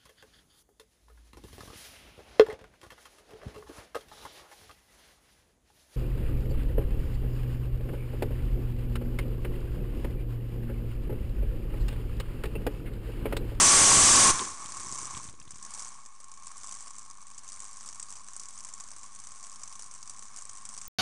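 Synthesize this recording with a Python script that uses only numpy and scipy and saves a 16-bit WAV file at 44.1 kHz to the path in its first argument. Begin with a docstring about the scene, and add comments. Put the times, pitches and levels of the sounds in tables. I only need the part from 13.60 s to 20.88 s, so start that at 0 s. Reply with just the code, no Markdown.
"""A supercharged pulling tractor runs at full throttle; the throttle snaps shut, and the engine hunts
and settles to an idle. Each firing releases a crack of exhaust gas, which the hall smears into a roar.
Gears whine under load, and the frame rumbles and jolts as the tractor rocks to a stop. All is heard
through a small camera bolted to the frame: its housing rings near 1.1 kHz, and full throttle
overloads its microphone amplifier."""
import sys
import numpy as np
from scipy import signal
from scipy.io import wavfile
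from scipy.ndimage import uniform_filter1d

SR = 44100
rng = np.random.default_rng(int(sys.argv[2]) if len(sys.argv) > 2 else 0)


def transcribe(signal):
    """Save signal, clipped to [-1, 1], as a 16-bit WAV file at the path in sys.argv[1]."""
    frames = np.atleast_2d(signal).T
    limited = np.clip(frames, -1, 1)
    pcm = np.round(limited * 32767).astype(np.int16)
    wavfile.write(sys.argv[1], SR, pcm)


N = 321048

# Engine speed: full throttle, the fall, hunting, idle. Each row: time in seconds, firings per second.
FIRING_RATE = [(0.0, 407.4), (0.7, 407.42), (1.03, 187.53), (1.19, 127.84), (1.57, 132.56), (1.78, 77.85),
               (2.0, 73.87), (2.3, 129.18), (2.79, 81.94), (3.25, 111.41), (3.6, 93.15), (3.8, 90.12),
               (4.07, 102.23), (4.99, 98.73), (5.36, 103.19), (5.7, 99.94), (6.34, 102.85), (6.93, 99.76),
               (7.28, 106.04)]
# Loudness under changing load; the crackle swells as the engine gains speed. 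Each row: time in seconds,
# then nominal levels in dB of exhaust crackle, mount shaking and frame rumble.
ENGINE_LEVELS = [(0, 3.5, -15.5, -18.5), (.35, 4.5, -17.5, -14.5), (.64, 2.5, -11, -16),
                 (.709, -13.5, -17.5, -23), (.72, -37, -36.5, -48), (.81, -36, -39, -41.5),
                 (.87, -38, -45, -50), (.92, -42.5, -49, -56), (1.03, -45, -47, -61),
                 (1.3, -41, -48, -53.5), (1.56, -41.5, -45.5, -58), (1.62, -44, -51.5, -57),
                 (1.77, -56, -63.5, -63), (1.98, -49.5, -62.5, -66), (2.04, -46.5, -55, -64),
                 (2.2, -42.5, -50, -66.5), (2.53, -60.5, -58.5, -71), (3.08, -44.5, -55.5, -68),
                 (3.55, -56, -58, -68.5), (4., -48, -57, -67.5), (4.58, -50, -58, -67),
                 (4.63, -55, -56, -69), (4.67, -49, -59, -67), (5.2, -49.5, -58, -67.5),
                 (6.73, -50, -58.5, -68.5), (6.79, -45.5, -55.5, -74), (6.85, -51.5, -56.5, -68.5),
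                 (7.28, -47.5, -57, -65)]
# Imbalance of the cylinders, in firing order. Each entry: relative strength in dB.
CYLINDER_STRENGTHS = [-3.5, -2, 2.5, -0.1, -1, 0.2, 1.2, -2.5]
# The loudest single exhaust cracks. Each row: start in seconds, nominal peak in dB.
LOUD_CRACKS = [(1.1208, -24), (1.1977, -25), (1.3244, -26), (1.3845, -27.5), (1.907, -32.5), (2.0264, -30),
               (2.175, -28), (2.4598, -33), (2.6016, -35.5), (2.6414, -35), (3.0333, -29), (3.1238, -26),
               (3.271, -34), (3.5105, -33), (3.7792, -28), (3.9195, -27), (4.0013, -30), (4.0417, -28.5),
               (4.2597, -28.5), (4.2888, -25), (4.3264, -31), (4.3971, -25.5), (4.4267, -26.5),
               (4.5244, -28), (4.555, -27), (4.734, -31.5), (4.7644, -29.5), (4.796, -24), (5.006, -30.5),
               (5.0484, -28.5), (5.199, -27.5), (5.2868, -35), (5.3155, -29.5), (5.432, -30.5),
               (5.6002, -33.5), (5.67, -27.5), (5.828, -32), (6.0333, -26.5), (6.0766, -29.5),
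               (6.126, -29.5), (6.193, -29), (6.222, -30), (6.312, -32.5), (6.4281, -28), (6.4958, -26),
               (6.6239, -31), (6.7855, -32), (6.852, -31), (6.8932, -29), (6.9316, -34), (7.0523, -27),
               (7.0896, -29.5), (7.1768, -27), (7.214, -26)]
# Exhaust hiss. Each row: frequency in Hz, relative spectral density in dB.
EXHAUST_SPECTRUM = [(400, -23.5), (800, -15.5), (1500, -17.5), (2600, -20), (4300, -19), (4800, -10),
                    (5200, -11.5), (6000, -2), (6500, -4.5), (7700, -2), (9000, -5), (10000, -17),
                    (10800, -15.5)]
# Roar thrown back by the hall. Each row: frequency in Hz, relative spectral density in dB.
HALL_SPECTRUM = [(300, -35), (700, -10.5), (1400, -3), (2600, -14.5), (4200, -10), (4900, -11),
                 (6000, -0.5), (7700, -5.5), (9000, -5.5), (10000, -11), (10800, -22)]
# Gear whine under load. Each row: time in seconds, meshing rate in Hz, level in dB before the throb.
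GEAR_MESH = [(0, 1105, -11.5), (.12, 1144, -12), (.3, 1092, -12), (.47, 1168, -14), (.65, 1083, -15),
             (.712, 1072, -22)]
# Weaker housing modes. Each row: frequency in Hz, bandwidth in Hz, level in dB against the main mode.
HOUSING_MODES = [(930, 91, -16.5), (1656, 250, -15.5), (2203, 115, -14.5)]
# Tones at once and twice the firing rate. Each entry: level in dB against the rumble, before filtering.
FIRING_HARMONICS = [-3.5, -14.5]
# Frame rumble while rolling. Each row: frequency in Hz, relative spectral density in dB.
ROLLING_SPECTRUM = [(5, 0), (30, -15), (120, 5), (200, -6.5), (350, -1.5), (480, -11), (800, -31),
                    (2000, -43)]
# Frame rumble at rest. Each row: frequency in Hz, relative spectral density in dB.
RESTING_SPECTRUM = [(5, 7), (30, 1), (130, -3), (180, -7.5), (215, 7), (260, -8.5), (400, -9), (800, -34.5),
                    (2000, -41)]
# Jolts of the frame. 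Each row: time in seconds, push level in dB, push length in ms (negative for
# a pull), rattle level in dB.
FRAME_JOLTS = [(0.792, -40, 2, -29.5), (0.85, -39, -1.5, -44), (1.054, -42, -1.5, -44),
               (1.327, -43.5, -1, -55), (1.548, -39, 3.5, -45), (1.572, -37.5, -1.5, -38),
               (1.653, -42.5, 1.5, -52), (1.687, -41, 3, -51), (1.738, -47, -1, -58), (1.79, -55, 9, -61),
               (1.814, -48, -3, -53), (1.876, -46, -3, -57), (1.936, -46, -2, -62),
               (1.959, -48.5, 1.5, -58), (1.99, -56, -1.5, -56)]
# Loose parts after a jolt. Each row: frequency in Hz, relative spectral density in dB.
RATTLE_SPECTRUM = [(300, -15), (1500, -5), (4000, -2), (6000, -24), (11000, -32)]


def gain_of(db):
    """Amplitude ratio of a level in decibels; doubling the level gives the power ratio."""
    return 10 ** (np.asarray(db) / 20)


def unit_rms(x):
    """Normalisation to a mean power of 1."""
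    return x / np.sqrt(np.mean(x ** 2) + 1e-20)


def curve(rows, column):
    """Linear interpolation of one column of a time table at every sample."""
    rows = np.array(rows)
    return np.interp(np.arange(N) / SR, rows[:, 0], rows[:, column])


def drift(samples):
    """A moving average turns white noise into a slow fluctuation of rms 1."""
    return unit_rms(uniform_filter1d(rng.standard_normal(N), size=samples))


def coloured(white, spectrum, size, patchy_db):
    """Spectral shaping: white noise takes on a spectrum that drifts in small patches, at like power."""
    window = dict(nperseg=size, noverlap=3 * size // 4)
    hz, _, bins = signal.stft(white, SR, **window)
    patches = uniform_filter1d(rng.standard_normal(bins.shape), size=5, axis=0)
    patches = unit_rms(uniform_filter1d(patches, size=4, axis=1))
    points_hz, points_db = np.transpose(spectrum)
    db = np.interp(np.log(hz + 1), np.log(points_hz + 1), points_db)
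    shape = unit_rms(gain_of(db[:, None] + patchy_db * patches))
    return signal.istft(bins * shape, SR, **window)[1][:N]


def firings():
    """Phase is the integral of rate: the count of firings so far, starting partway through one."""
    return .69 + np.cumsum(curve(FIRING_RATE, column=1)) / SR


def puff(rise_ms, fade_ms):
    """Exponential rise and decay: the power of one burst over 30 ms, peak 1."""
    ms = np.arange(1320) * 1000 / SR
    shape = (1 - np.exp(-ms / rise_ms)) * np.exp(-ms / fade_ms)
    return shape / shape.max()


def gas_pulses(spread_db, cylinder_share, jitter_ms, rise_ms, fade_ms):
    """A pulse train of gas power, mean near 1: one puff a firing, uneven by cylinder and by chance."""
    phase = firings() - .38  # the blast arrives partway through each firing
    onsets = np.flatnonzero(np.diff(np.floor(phase)))
    strength, lateness = rng.standard_normal((len(onsets), 2)).T
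    firing_hz = np.gradient(phase)[onsets] * SR
    unevenness = np.clip(56.0 / firing_hz, 0, 1)  # fast firings are more even
    cylinder_db = np.take(CYLINDER_STRENGTHS, phase[onsets + 1].astype(int), mode="wrap")
    db = unevenness * spread_db * np.clip(strength, -3, 1.1) + cylinder_share * cylinder_db
    delays = (lateness * jitter_ms * SR / 1000).astype(int)
    train = np.zeros(N)
    train[np.clip(onsets + delays, 0, N - 1)] = gain_of(2 * db)
    power = signal.oaconvolve(train, puff(rise_ms, fade_ms))[:N].clip(0)
    return power / uniform_filter1d(power + 1e-9, size=8000)


def exhaust():
    """Amplitude modulation: the firings gate the hiss of escaping gas into a crackle."""
    power = gas_pulses(spread_db=8.4, cylinder_share=0.9, jitter_ms=0.48, rise_ms=1.0, fade_ms=2.3)
    power *= gain_of(2 * curve(ENGINE_LEVELS, column=1))
    power *= gain_of(2 * 1.44 * drift(4000))  # the idle lopes
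    crest_db = 8.5  # a crack's rms lies this far under its peak
    for start_s, peak_db in LOUD_CRACKS:
        start = round(start_s * SR)
        crack = gain_of(2 * (peak_db - crest_db)) * puff(rise_ms=0.85, fade_ms=1.85)
        power[start - 220:start + 220] *= .12  # the crack takes the place of its firing
        span = power[start:start + len(crack)]
        span += crack[:len(span)]
    crackle = unit_rms(gain_of(4.94 * drift(16).clip(-3, 1.5)))
    hiss = np.sqrt(power) * crackle * rng.standard_normal(N)
    return coloured(hiss, EXHAUST_SPECTRUM, size=256, patchy_db=2.5)


def hall_roar():
    """Reverberation: the walls smear the firings into a roar that lingers after the throttle shuts."""
    shut_s, t60_s, linger_db = 0.71, 0.62, -28.5
    roar = coloured(rng.standard_normal(N), HALL_SPECTRUM, size=256, patchy_db=1.0)
    crackle_db, shaking_db = curve(ENGINE_LEVELS, column=1), curve(ENGINE_LEVELS, column=2)
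    steady = gain_of(-6 + shaking_db + 0.72 * (crackle_db - shaking_db))  # mostly follows the crackle
    since_shut_s = np.clip(np.arange(N) / SR - shut_s, 0, None)
    linger = gain_of(linger_db - 60 * since_shut_s / t60_s)
    return np.hypot(steady, linger) * roar


def gear_whine():
    """Loaded gear teeth radiate a tone at their meshing rate until the throttle shuts."""
    loaded = np.arange(N) / SR < GEAR_MESH[-1][0]
    engine_cycles = firings() / len(CYLINDER_STRENGTHS)
    throb = 1.5 + 0.85 * np.cos(2 * np.pi * engine_cycles)  # the load swings once a cycle
    tone = np.sin(2 * np.pi * np.cumsum(curve(GEAR_MESH, column=1)) / SR)
    return loaded * throb * gain_of(curve(GEAR_MESH, column=2)) * tone


def resonate(force, hz, width_hz):
    """Resonance as a low-pass filter shifted to the mode's frequency; the response has rms 1."""
    carrier = np.exp(2j * np.pi * hz * np.arange(1, N + 1) / SR)
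    pole = np.exp(-np.pi * width_hz / SR)
    envelope = signal.lfilter([1 - pole], [1, -pole], force / carrier)
    return unit_rms((carrier * envelope).real)


def housing_ring():
    """Forced vibration: shaking passed up the mount excites the modes of the camera housing."""
    main_hz = 1090
    shake = rng.standard_normal(N)
    pulses = gas_pulses(spread_db=1.7, cylinder_share=1.87, jitter_ms=0.15, rise_ms=1.0, fade_ms=1.8)
    shake *= np.sqrt(1.1 + pulses)
    shake *= gain_of(1.1 * drift(1500))  # it comes in spurts
    broad = resonate(shake, main_hz, width_hz=370.0)
    ring = resonate(broad, main_hz, width_hz=110.0)
    ring += sum(gain_of(db) * resonate(shake, hz, width_hz) for hz, width_hz, db in HOUSING_MODES)
    return gain_of(curve(ENGINE_LEVELS, column=2)) * unit_rms(ring)


def frame_rumble():
    """Mass acts as a low-pass filter: the frame passes low firing tones and a rumble, lumpy if rolling."""
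    stop_s, stopping_s = 2, 0.37
    phase = 2 * np.pi * firings()
    waver = gain_of(2.13 * drift(3000))
    tones = sum(gain_of(db) * np.cos(order * phase) for order, db in enumerate(FIRING_HARMONICS, 1))
    tones = signal.sosfilt(signal.butter(6, 235, fs=SR, output="sos"), tones)
    lumps = unit_rms(gain_of(3.0 * drift(500).clip(-2, 1.5)))
    rolling = coloured(lumps * rng.standard_normal(N), ROLLING_SPECTRUM, size=512, patchy_db=0.0)
    resting = coloured(rng.standard_normal(N), RESTING_SPECTRUM, size=2048, patchy_db=0.5)
    at_rest = np.clip((np.arange(N) / SR - stop_s) / stopping_s + .5, 0, 1)
    rumble = np.sqrt(1 - at_rest) * rolling + np.sqrt(at_rest) * resting
    return gain_of(curve(ENGINE_LEVELS, column=3)) * (rumble + waver * tones)


def frame_jolts():
    """Impulsive excitation: each jolt pushes the microphone and sets loose parts rattling."""
    thumps, shaking = np.zeros((2, N))
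    lead = 441  # samples ahead of the push
    ms = np.arange(-lead, 879) * 1000 / SR
    for time_s, push_db, push_ms, rattle_db in FRAME_JOLTS:
        at = round(time_s * SR)
        progress = ms / abs(push_ms)
        push = np.exp(-(2 * progress) ** 2)
        swing_back = 0.67 * np.exp(-(progress - 1.4) ** 2)
        thumps[at - lead:][:len(ms)] += np.sign(push_ms) * gain_of(push_db) * (push - swing_back)
        shaking[at:at + len(ms)] += gain_of(rattle_db) * puff(rise_ms=0.425, fade_ms=4.7)
    rattle = coloured(shaking * rng.standard_normal(N), RATTLE_SPECTRUM, size=128, patchy_db=6.0)
    return thumps + rattle


def scene():
    """Superposition: engine, hall, gears, housing and frame add at one microphone."""
    return (exhaust() + hall_roar() + gear_whine() + housing_ring() + frame_rumble() + frame_jolts())[None]


def record(dry):
    """Asymmetric saturation in the amplifier, then capacitor coupling and band-limited half-rate sampling."""
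    top, bottom, knee, resting_offset = .08, .235, 4.0, -.0061
    limit = np.where(dry > 0, top, bottom)
    clipped = dry / (1 + abs(dry / limit) ** knee) ** (1 / knee)
    # The capacitor charges to the mean of the lopsided wave and swings back when the overload ends.
    time_constant_s = .045
    pole = np.exp(-1 / (time_constant_s * SR))
    initial_charge = pole * clipped[:, :4000].mean(1, keepdims=True)
    charge = signal.lfilter([1 - pole], [1, -pole], clipped, zi=initial_charge)[0]
    anti_alias = signal.firwin(701, 10680, window=("kaiser", 9), fs=SR)
    half_rate = signal.oaconvolve(clipped - charge, anti_alias[None], "same")
    half_rate[:, 1::2] = 0  # mirrors the treble about a quarter of SR
    gentle = signal.firwin(45, 10800, window=("kaiser", 5.5), fs=SR)
    steep = signal.firwin(511, 12317, window=("kaiser", 9), fs=SR)
    anti_image = np.convolve(2 * gentle, steep)
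    return signal.oaconvolve(half_rate, anti_image[None], "same") + resting_offset


dry = scene()
out = record(dry)
transcribe(out)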